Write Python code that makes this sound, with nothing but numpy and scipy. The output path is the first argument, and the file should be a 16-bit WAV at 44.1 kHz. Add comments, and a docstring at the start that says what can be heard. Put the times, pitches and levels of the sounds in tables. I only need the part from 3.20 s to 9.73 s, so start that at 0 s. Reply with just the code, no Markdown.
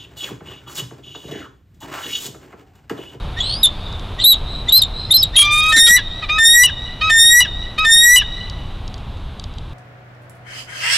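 """Thin whistled chirps over a light breeze, some catching into loud peals: an eagle on its nest in a tall pine.
Four screams follow, each opening on a low croak and cracking to half its pitch at the end.
The voice is a rough, phase-shaken stack of harmonics; sparse and dense reflections make the forest's echo.
Breeze is shaped noise, nest twigs are struck resonances, and the close mono microphone overloads on the calls."""
import sys
import numpy as np
from scipy import signal
from scipy.fft import rfft, irfft, next_fast_len
from scipy.io import wavfile
from scipy.ndimage import uniform_filter1d

SR = 44100
rng = np.random.default_rng(int(sys.argv[2]) if len(sys.argv) > 2 else 0)


def wrap_up_sound(samples):
    """Save the sound to the file named by the first command line argument, as 16-bit audio."""
    columns = np.atleast_2d(samples).T
    # keep every value between -1 and 1, then stretch to whole-number steps
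    tamed = np.clip(columns, -1, 1)
    steps = np.round(tamed * 32767).astype(np.int16)
    wavfile.write(sys.argv[1], SR, steps)


N = 288149
TIME = np.arange(N) / SR

# Screams: t/s, length/s, first f/Hz, last f/Hz, lateness of the climb (power), level/dB, crack level/dB;
# pitch before the final lift, levels before the tone of the voice
SCREAMS = [(2.524, .24, 1806, 1963, 1.53, -1, -23.5), (3.184, .251, 1793, 1966, 1.24, -0.5, -4),
           (3.9, .304, 1806, 1958, 1.65, -0.5, -9.5), (4.649, 0.31, 1798, 1978, 1.214, -1.5, -2)]
# How well a scream's fundamental, then its octave, carries: f/Hz, level/dB
FUNDAMENTAL_CARRY = [(1790, -11), (1810, -7), (1835, -0.5), (1875, -16), (1905, 6), (1945, 4.5),
                     (2000, 11.5)]
OCTAVE_CARRY = [(3580, -13.5), (3630, -15), (3660, 1), (3760, -4.5), (3815, 1), (3880, -5.5), (3970, 2.5)]
# Last upward push before a scream cracks
SCREAM_LIFT_HZ, SCREAM_LIFT_S = 20, 0.016

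# Squeals from the other side of the syrinx, beating against a scream:
# t/s, length/s, first f/Hz, middle f/Hz, last f/Hz, level/dB before tone
SQUEALS = [(2.563, 0.034, 3980, 3900, 3837, -6.5), (2.664, 0.025, 3400, 3300, 3284, -8),
           (2.697, .016, 4000, 3660, 3620, -6.5)]
# Squeal harmonics: number, level/dB
SQUEAL_TONE = [(1, -2.5), (2, -48)]

# Crack harmonics: number, level/dB
CRACK_TONE = [(1, -60), (2, -17), (3, 0.5), (4, -25.5), (5, -34), (6, -17)]
# A crack holds near half the scream's pitch, sagging slightly, then sinks and fades
CRACK_HOLD_S, CRACK_SINK_S = 0.028, 0.029
CRACK_SAG_HZ_PER_S, CRACK_SINK_HZ, CRACK_FADE_DB = 400, 94.9, -23.5

# Croaks: t/s, length/s, first f/Hz, middle f/Hz, last f/Hz, level/dB; before the sag and the throat
CROAKS = [(2.18, .352, 1166, 1214, 1282, -10), (3.026, .025, 1285, 1250, 1181, -19),
          (3.092, .1, 1212, 1255, 1282, -14), (3.814, .093, 1248, 1275, 1270, -12),
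          (4.583, .073, 1245, 1274, 1264, -12)]
# Throat resonances during a croak: f/Hz, level/dB
CROAK_THROAT = [(1180, -11), (1280, -4), (2360, -5), (2460, -2.5), (2560, -6), (3550, -10), (3700, -4.5),
                (3850, -9), (4800, -25), (5100, -27.5), (6050, -33), (6400, -38.5), (7400, -46.5),
                (8700, -64.5)]
CROAK_SCOOP_HZ = 25  # the pitch sags at both ends of a croak

# Loud pure peals, where a chirp catches on the throat:
# t/s, length/s, first f/Hz, middle f/Hz, last f/Hz, level/dB before tone
PEALS = [(.204, .015, 3230, 3420, 3370, -11), (.432, 0.029, 3860, 3600, 3506, 2),
         (.459, .012, 3500, 3680, 3480, -7), (1.04, 0.091, 3590, 3990, 3730, 1),
         (1.486, 0.016, 3540, 3610, 3820, -6.5), (1.523, 0.06, 3820, 4040, 4187, 2.5),
         (1.618, 0.0098, 4000, 3700, 3690, 0.5), (1.632, 0.0094, 3700, 3740, 3560, -4.5),
         (1.909, .02, 3590, 3690, 3937, 0.5), (1.94, 0.032, 4200, 4060, 4187, 1),
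         (2.028, 0.015, 3880, 3840, 3760, -1.5), (2.166, 0.055, 3150, 3320, 3170, 5)]
# Peal harmonics: number, level/dB
PEAL_TONE = [(1, -1.5), (2, -24.5), (3, -59.5)]

# Chirps, thin whistled arches: t/s, rise/s, hold/s, fall/s, top f/Hz,
# slope level/dB, top level/dB, overtone level/dB; levels before the tone of the voice
CHIRPS = [ (0.184, .212, .028, .055, 5050, -20, -32, -26), (.99, 0.048, 0.082, .033, 4097, -17, -13, -28.5),
          (1.487, .091, .025, 0.039, 5180, -22, -20.5, -50),
          (1.907, .068, 0.036, 0.044, 5270, -20, -13.5, -54),
          (2.155, 0.0072, 0.02, .055, 3754, -12.5, -4, -34.5)]
CHIRP_FIRST_HZ, CHIRP_LAST_HZ = 3480, 3165
# A rising chirp is hoarse up to this pitch, at this share of the rise, then clears
CHIRP_BREAK_HZ, CHIRP_BREAK_SHARE = 4550, 0.75

# Soft creaks as the voice starts or stops: t/s, length/s, first f/Hz, last f/Hz, level/dB before tone
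CREAKS = [(0.169, 0.031, 1800, 1960, -23), (.987, 0.019, 1895, 2013, -25),
          (1.476, 0.014, 1938, 2090, -25.5), (1.899, 0.013, 1972, 2157, -26),
          (2.14, 0.02, 1805, 2096, -25.5), (2.769, 0.032, 1913, 1629, -16),
          (3.494, 0.0083, 1777, 1567, -18.5), (4.249, 0.016, 1812, 1563, -20.5),
          (5.015, 0.013, 1807, 1593, -17)]
# Creak harmonics: number, level/dB
CREAK_TONE = [(1, -2.5), (2, -7), (3, -27.5), (4, -44)]

# Reflections from the nest and the trunks: delay t/s, level/dB
REFLECTIONS = [(.0043, -40), (.0091, -22.5), (0.015, -15.5)]
# Scatter from the forest all around, relative colour: f/Hz, level/dB
ECHO_COLOUR = [(1000, -7), (2000, -6.5), (3000, 5.5), (3800, 2.5), (5200, -4), (8000, -11.5),
               (12000, -26.5)]
# Its relative course: t after the call/s, level/dB
ECHO_COURSE = [(.01, 24), (.06, 2), (.14, -8.5), (.27, -8.5), (.4, -6.5), (.55, -17.5), (.8, -27),
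               (1.3, -70.5)]
# Brighter answer of a far stand of trees, relative colour: f/Hz, level/dB
FAR_COLOUR = [(1000, -36), (2000, -9), (3000, -1), (3900, 5.5), (5200, 8), (6000, -12), (8000, -8),
              (11000, -9)]
# Its relative course: t after the call/s, level/dB
FAR_COURSE = [(.15, -62), (.21, -9.5), (0.239, -4), (.27, -15.5), (.3, -6.5), (.38, -54)]
ECHO_DB, FAR_DB = -24, -34

# Twig ticks: t/s, strength of the burst level/dB, before TWIG_DB and the resonances
TWIGS = [(0.7264, -29), (0.795, -25.5), (5.1219, -42), (5.2976, -19), (5.678, -22.5), (5.741, -21.5),
         (5.7794, -33), (6.1965, -18), (6.2398, -19), (6.3836, -26)]
# Twig resonances: f/Hz, level/dB, 60 dB decay t/s
TWIG_MODES = [(3180, 2.5, 0.0091), (3830, 3.5, 0.011), (4640, -0.5, 0.013), (5400, -4.5, 0.0069),
              (6440, -4, 0.0042), (7500, -10, 0.0059), (9200, -12.5, 0.003)]
# Faint rustle as the bird shifts its feet: t/s, ticks per second
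RUSTLE = [(0, 3), (.6, 6.9), (1, 3), (5.6, 2.5), (5.8, 22), (6.4, 31), (6.53, 8)]
TWIG_DB = -6

# Breeze hiss in the pines, relative spectrum: f/Hz, level/dB
AIR = [(120, -27.5), (200, -4.5), (534, -6), (702, -5), (1170, -7.5), (1330, -10), (1950, -18),
       (3420, -13.5), (3820, -11.5), (4180, -21), (5300, -33.5), (5800, -37), (7090, -41), (13400, -48.5),
       (15500, -64.5)]
# Breeze rumble on the microphone, relative spectrum: f/Hz, level/dB
RUMBLE = [(12, -22), (20, -1.5), (37, -4), (60, -7.5), (89, -7.5), (134, -13), (331, -31), (400, -38.5),
          (520, -48), (880, -120)]
# Breeze strength: t/s, rumble level/dB, hiss level/dB
BREEZE = [(0, -23, -32.5), (.9, -24, -32.5), (2.1, -23.5, -35), (3, -26.5, -36), (4.5, -24.5, -36.5),
          (5.4, -24, -36), (6.53, -25, -39)]

# Tone of the recorder after its preamplifier: f/Hz, level/dB
RECORDER_TONE = [(1000, -3.5), (4000, -2), (6000, 2), (8000, 3.5), (11000, 4), (12500, 3.5), (14000, -3),
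                 (15500, -14.5)]
OVERLOAD, CUTOFF_HZ = 0.59, 15600  # overload ceiling as an amplitude


def eagle():
    """All registers of the bird's voice, summed."""
    return screams() + squeals() + cracks() + croaks() + peals() + chirps() + creaks()


def screams(upper_db=-24, onset_rough=0.15, squeal_rough=0.44):
    """A climbing pitch shifts the weight between fundamental and octave; onset and squeals are rough."""
    share, inside, (first, last, lateness, db, crack_db) = notes(SCREAMS)
    lift = SCREAM_LIFT_HZ * share * unsettled(inside, SCREAM_LIFT_S)
    pitch = first + (last - first) * share ** lateness + lift
    first_db = np.interp(pitch, *np.transpose(FUNDAMENTAL_CARRY))
    octave_db = np.interp(2 * pitch, *np.transpose(OCTAVE_CARRY))
    partials = [first_db, octave_db, first_db + upper_db, octave_db + upper_db]
    _, inside_squeal, _ = notes(SQUEALS)
    rough = onset_rough * (1 - share) * unsettled(inside, settle_s=0.0057)
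    rough = rough + squeal_rough * gate(inside_squeal, edge_s=0.022)
    level = np.sqrt(2) * gate(inside, edge_s=0.0082) * from_db(db)
    return level * syrinx(pitch, partials, rough, jitter=0.001, rasp=0.085, rasp_hz=427.7, hiss_db=-29)


def squeals(rough=0.35):
    """A second, hoarse vibration sounds along with the first scream and beats against it."""
    share, inside, (first, middle, last, db) = notes(SQUEALS)
    pitch = bow(share, first, middle, last)
    level = from_db(db) * gate(inside, edge_s=0.0036)
    return voice(pitch, level, SQUEAL_TONE, rough, jitter=0.0021, rasp=0.27, rasp_hz=500, hiss_db=-34.5)


def cracks(core_rough=0.022, edge_rough=0.21, fade_power=0.46):
    """Each scream ends by breaking to half its pitch, then sinks and fades."""
    length = CRACK_HOLD_S + CRACK_SINK_S
    rows = [(s + held, length, last, db) for s, held, first, last, *_, db in SCREAMS]
    share, inside, (top_hz, db) = notes(rows)
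    elapsed_s = share * length
    sunk = np.clip((elapsed_s - CRACK_HOLD_S) / CRACK_SINK_S, 0, 1)
    pitch = top_hz / 2 - CRACK_SAG_HZ_PER_S * elapsed_s - CRACK_SINK_HZ * sunk
    level = from_db(db + CRACK_FADE_DB * sunk ** fade_power) * gate(inside, edge_s=0.0052) ** 2
    rough = core_rough + edge_rough * unsettled(inside, settle_s=0.005)
    return voice(pitch, level, CRACK_TONE, rough, jitter=0.0045, rasp=0.08, rasp_hz=350, hiss_db=-28.5)


def croaks(waver_db=0.74, core_rough=0.045, edge_rough=0.74):
    """Harmonics of a low, reedy buzz slide through the throat resonances; the higher ones waver most."""
    share, inside, (first, middle, last, db) = notes(CROAKS)
    pitch = bow(share, first, middle, last) - CROAK_SCOOP_HZ * unsettled(inside, settle_s=0.006)
    rough = core_rough + edge_rough * unsettled(inside, settle_s=0.0065)
    partials = []
    for k in range(1, 8):
        throat_db = np.interp(k * pitch, *np.transpose(CROAK_THROAT))
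        partials.append(throat_db + waver_db * k * flutter(4.3, 22))
    level = np.sqrt(2) * gate(inside, edge_s=0.011) * from_db(db)
    return level * syrinx(pitch, partials, rough, jitter=0.00206, rasp=0.33, rasp_hz=548, hiss_db=-33.5)


def peals(core_rough=0.03, edge_rough=0.3, edge_db=-4, waver_db=1.6):
    """Loud, nearly pure vibration, softer and rougher as it catches and lets go."""
    share, inside, (first, middle, last, db) = notes(PEALS)
    pitch = bow(share, first, middle, last)
    level_db = db + edge_db * unsettled(inside, settle_s=0.0059) + waver_db * flutter(20, 90)
    level = from_db(level_db) * gate(inside, edge_s=0.0068)
    rough = core_rough + edge_rough * unsettled(inside, settle_s=0.0072)
    return voice(pitch, level, PEAL_TONE, rough, jitter=0.003, rasp=0.2, rasp_hz=550, hiss_db=-30.5)


def chirps(slope_rough=0.49, top_rough=0.037, end_db=-7, flicker_db=5, rasp_db=-1.0,
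           low_hz=2900, high_hz=4100):
    """The whistle rises, holds and falls; turbulence on its rough, unsteady slopes also rings the throat."""
    points = []  # t/s, f/Hz, level/dB, roughness
    rows = []
    for s, rise, hold, fall, top_hz, slope_db, top_db, overtone_db in CHIRPS:
        top_s = s + rise
        fall_s = top_s + hold
        early_hz = (2 * CHIRP_FIRST_HZ + top_hz) / 3
        break_hz = min(CHIRP_BREAK_HZ, top_hz)
        falling_hz = (CHIRP_LAST_HZ + top_hz) / 2
        points += [(s, CHIRP_FIRST_HZ, slope_db + end_db, slope_rough),
                   (s + rise / 3, early_hz, slope_db, slope_rough),
                   (s + rise * CHIRP_BREAK_SHARE, break_hz, slope_db, slope_rough),
                   (top_s, top_hz, top_db, top_rough),
                   (fall_s, top_hz, top_db, top_rough),
                   (fall_s + fall / 2, falling_hz, slope_db, slope_rough),
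                   (fall_s + fall, CHIRP_LAST_HZ, slope_db + end_db, slope_rough)]
        rows.append((s, rise + hold + fall, overtone_db))
    pitch, level_db, rough = in_time(points)
    _, inside, (overtone_db,) = notes(rows)
    level = gate(inside, edge_s=0.005) * from_db(level_db + flicker_db * rough * flutter(20, 120))
    tone = [(1, -2.9), (2, overtone_db)]
    whistle = voice(pitch, level, tone, rough, jitter=0.024 * rough, rasp=0.16, rasp_hz=430, hiss_db=-38)
    throat = signal.butter(2, [low_hz, high_hz], "band", fs=SR, output="sos")
    turbulence = rms_one(signal.sosfilt(throat, flutter(low_hz, high_hz)))
    return whistle + level * rough * from_db(rasp_db) * turbulence


def creaks(rough=0.42):
    """Short rough glides as the vibration starts or stops."""
    share, inside, (first, last, db) = notes(CREAKS)
    pitch = first + (last - first) * share
    level = from_db(db) * gate(inside, edge_s=0.015)
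    return voice(pitch, level, CREAK_TONE, rough, jitter=0.0044, rasp=0.19, rasp_hz=609, hiss_db=-21.0)


def voice(pitch, level, tone, rough, jitter, rasp, rasp_hz, hiss_db):
    """One register of the syrinx, with its balance of harmonics given by a tone table."""
    partials = [db for k, db in tone]
    return np.sqrt(2) * level * syrinx(pitch, partials, rough, jitter, rasp, rasp_hz, hiss_db)


def syrinx(pitch, partials, rough, jitter, rasp, rasp_hz, hiss_db):
    """A vibrating membrane; when rough, fast irregular flapping shakes its phase and its strength."""
    pitch = uniform_filter1d(pitch, SR // 250)  # glides smoothed over 4 ms
    phase = 2 * np.pi * np.cumsum(pitch * (1 + jitter * flutter(14, 140))) / SR
    phase = phase + rasp * rough * flutter(rasp_hz / 0.89, rasp_hz * 1.127)
    tone = sum(from_db(db) * np.sin(k * phase) for k, db in enumerate(partials, start=1))
    flapping = 0.5 * rough * flutter(rasp_hz / 2, rasp_hz * 1.09)
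    breath = from_db(hiss_db) * flutter(100, 2700)
    return tone * (1 + flapping + breath)


def forest(call):
    """Close wood answers at once, the forest rings on, and far trees answer after a quarter second."""
    near = sum(from_db(db) * np.interp(TIME - delay, TIME, call, left=0) for delay, db in REFLECTIONS)
    around = from_db(ECHO_DB) * echo(call, ECHO_COLOUR, ECHO_COURSE)
    far = from_db(FAR_DB) * echo(call, FAR_COLOUR, FAR_COURSE)
    return near + around + far


def echo(call, colour, course):
    """Dense reflections as a burst of shaped noise of unit energy, convolved with the call."""
    strength = from_db(np.interp(TIME, *np.transpose(course), left=-120, right=-120))
    scatter = (noise(colour) * strength)[:3 * SR // 2]
    return signal.fftconvolve(call, scatter / np.linalg.norm(scatter))[:N]


def twigs(crunch_s=0.0013, rustle_db=-38, dull_hz=9000):
    """Each tick is a tiny burst of slips that rings the dry wood; faint single slips come at random."""
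    slipping = rng.random(N) < in_time(RUSTLE)[0] / SR
    slips = slipping * from_db(rustle_db + TWIG_DB + rng.uniform(-14, 4.5, N))
    for s, db in TWIGS:
        burst = rng.standard_normal(400) * np.exp(-TIME[:400] / crunch_s)
        start = int(s * SR)
        slips[start:start + len(burst)] += from_db(db + TWIG_DB) * burst / np.linalg.norm(burst)
    ringing = 0
    for k, (hz, db, t60) in enumerate(TWIG_MODES):
        r = from_db(-60 / (t60 * SR))  # decay per sample
        w = 2 * np.pi * hz / SR
        mode = signal.lfilter([0, np.sin(w)], [1, -2 * r * np.cos(w), r * r], slips + 1e-18)
        ringing = ringing + (-1) ** k * from_db(db) * mode  # alternating polarity
    return signal.sosfilt(signal.butter(2, dull_hz, fs=SR, output="sos"), ringing)


def breeze():
    """Wind rumble on the microphone and an even hiss from the needles, both as shaped noise."""
    rumble_db, hiss_db = in_time(BREEZE)
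    return from_db(rumble_db) * noise(RUMBLE) + from_db(hiss_db) * noise(AIR)


def notes(rows):
    """For (start, length, ...): share of the nearest note passed, seconds inside its nearer end, the rest."""
    rows = np.array(rows)
    borders = (rows[1:, 0] + rows[:-1, 0] + rows[:-1, 1]) / 2  # middle of each gap
    start, length, *columns = rows[np.searchsorted(borders, TIME)].T
    share = np.clip((TIME - start) / length, 0, 1)
    inside_s = np.minimum(TIME - start, start + length - TIME)
    return share, inside_s, columns


def gate(inside_s, edge_s):
    """Opens at the start of a note and closes at its end."""
    return np.clip(inside_s / edge_s + 0.5, 0, 1)


def unsettled(inside_s, settle_s):
    """1 at both ends of a note, dying away towards its middle."""
    return np.exp(-np.maximum(inside_s, 0) / settle_s)


def bow(share, first, middle, last):
    """A parabola through three pitches."""
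    return first + (last - first) * share + (2 * middle - first - last) * 2 * share * (1 - share)


def in_time(rows):
    """The columns of a timed table, joined by straight lines."""
    s, *columns = np.transpose(rows)
    return [np.interp(TIME, s, column) for column in columns]


def flutter(low_hz, high_hz):
    """Random motion between two rates, scaled to rms 1."""
    band = signal.butter(2, [low_hz, high_hz], "band", fs=SR, output="sos")
    return rms_one(signal.sosfilt(band, rng.standard_normal(N)))


def noise(spectrum):
    """Noise with the given spectral shape, scaled to rms 1."""
    return rms_one(coloured(rng.standard_normal(N), spectrum))


def coloured(x, spectrum):
    """A signal through a tone curve, interpolated over log frequency."""
    hz, db = np.transpose(spectrum)
    size = next_fast_len(N, real=True)
    bin_hz = np.arange(size // 2 + 1) * SR / size
    gain = from_db(np.interp(np.log(bin_hz + 1), np.log(hz), db))
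    return irfft(rfft(x, size) * gain, size)[:N]


def rms_one(x):
    """A signal scaled to rms 1."""
    return x / np.sqrt(np.mean(x ** 2) + 1e-20)


def from_db(db):
    """Decibels to amplitude."""
    return 10 ** (np.asarray(db) / 20)


def scene():
    """The eagle, its echo in the forest, the nest twigs and the breeze, alike on both channels."""
    call = eagle()
    mono = call + forest(call) + twigs() + breeze()
    return np.array([mono, mono])


def record(dry, knee=58.0):
    """The preamplifier flattens loud calls, adding overtones and squeezing the breeze; the top is cut."""
    fine = signal.resample_poly(dry.mean(axis=0), 4, 1)  # oversampled against aliasing
    flat = fine / (1 + np.abs(fine / OVERLOAD) ** knee) ** (1 / knee)
    mono = coloured(signal.resample_poly(flat, 1, 4), RECORDER_TONE)
    # two all-pass filters delay the overtones unequally, so the flat tops turn into peaks
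    mono = signal.sosfilt([[-0.45, 1, 0, 1, -0.45, 0]] * 2, mono)
    top_cut = signal.ellip(12, 0.1, 70, CUTOFF_HZ, fs=SR, output="sos")
    mono = signal.sosfilt(top_cut, mono)
    return np.array([mono, mono])


dry = scene()
out = record(dry)
wrap_up_sound(out)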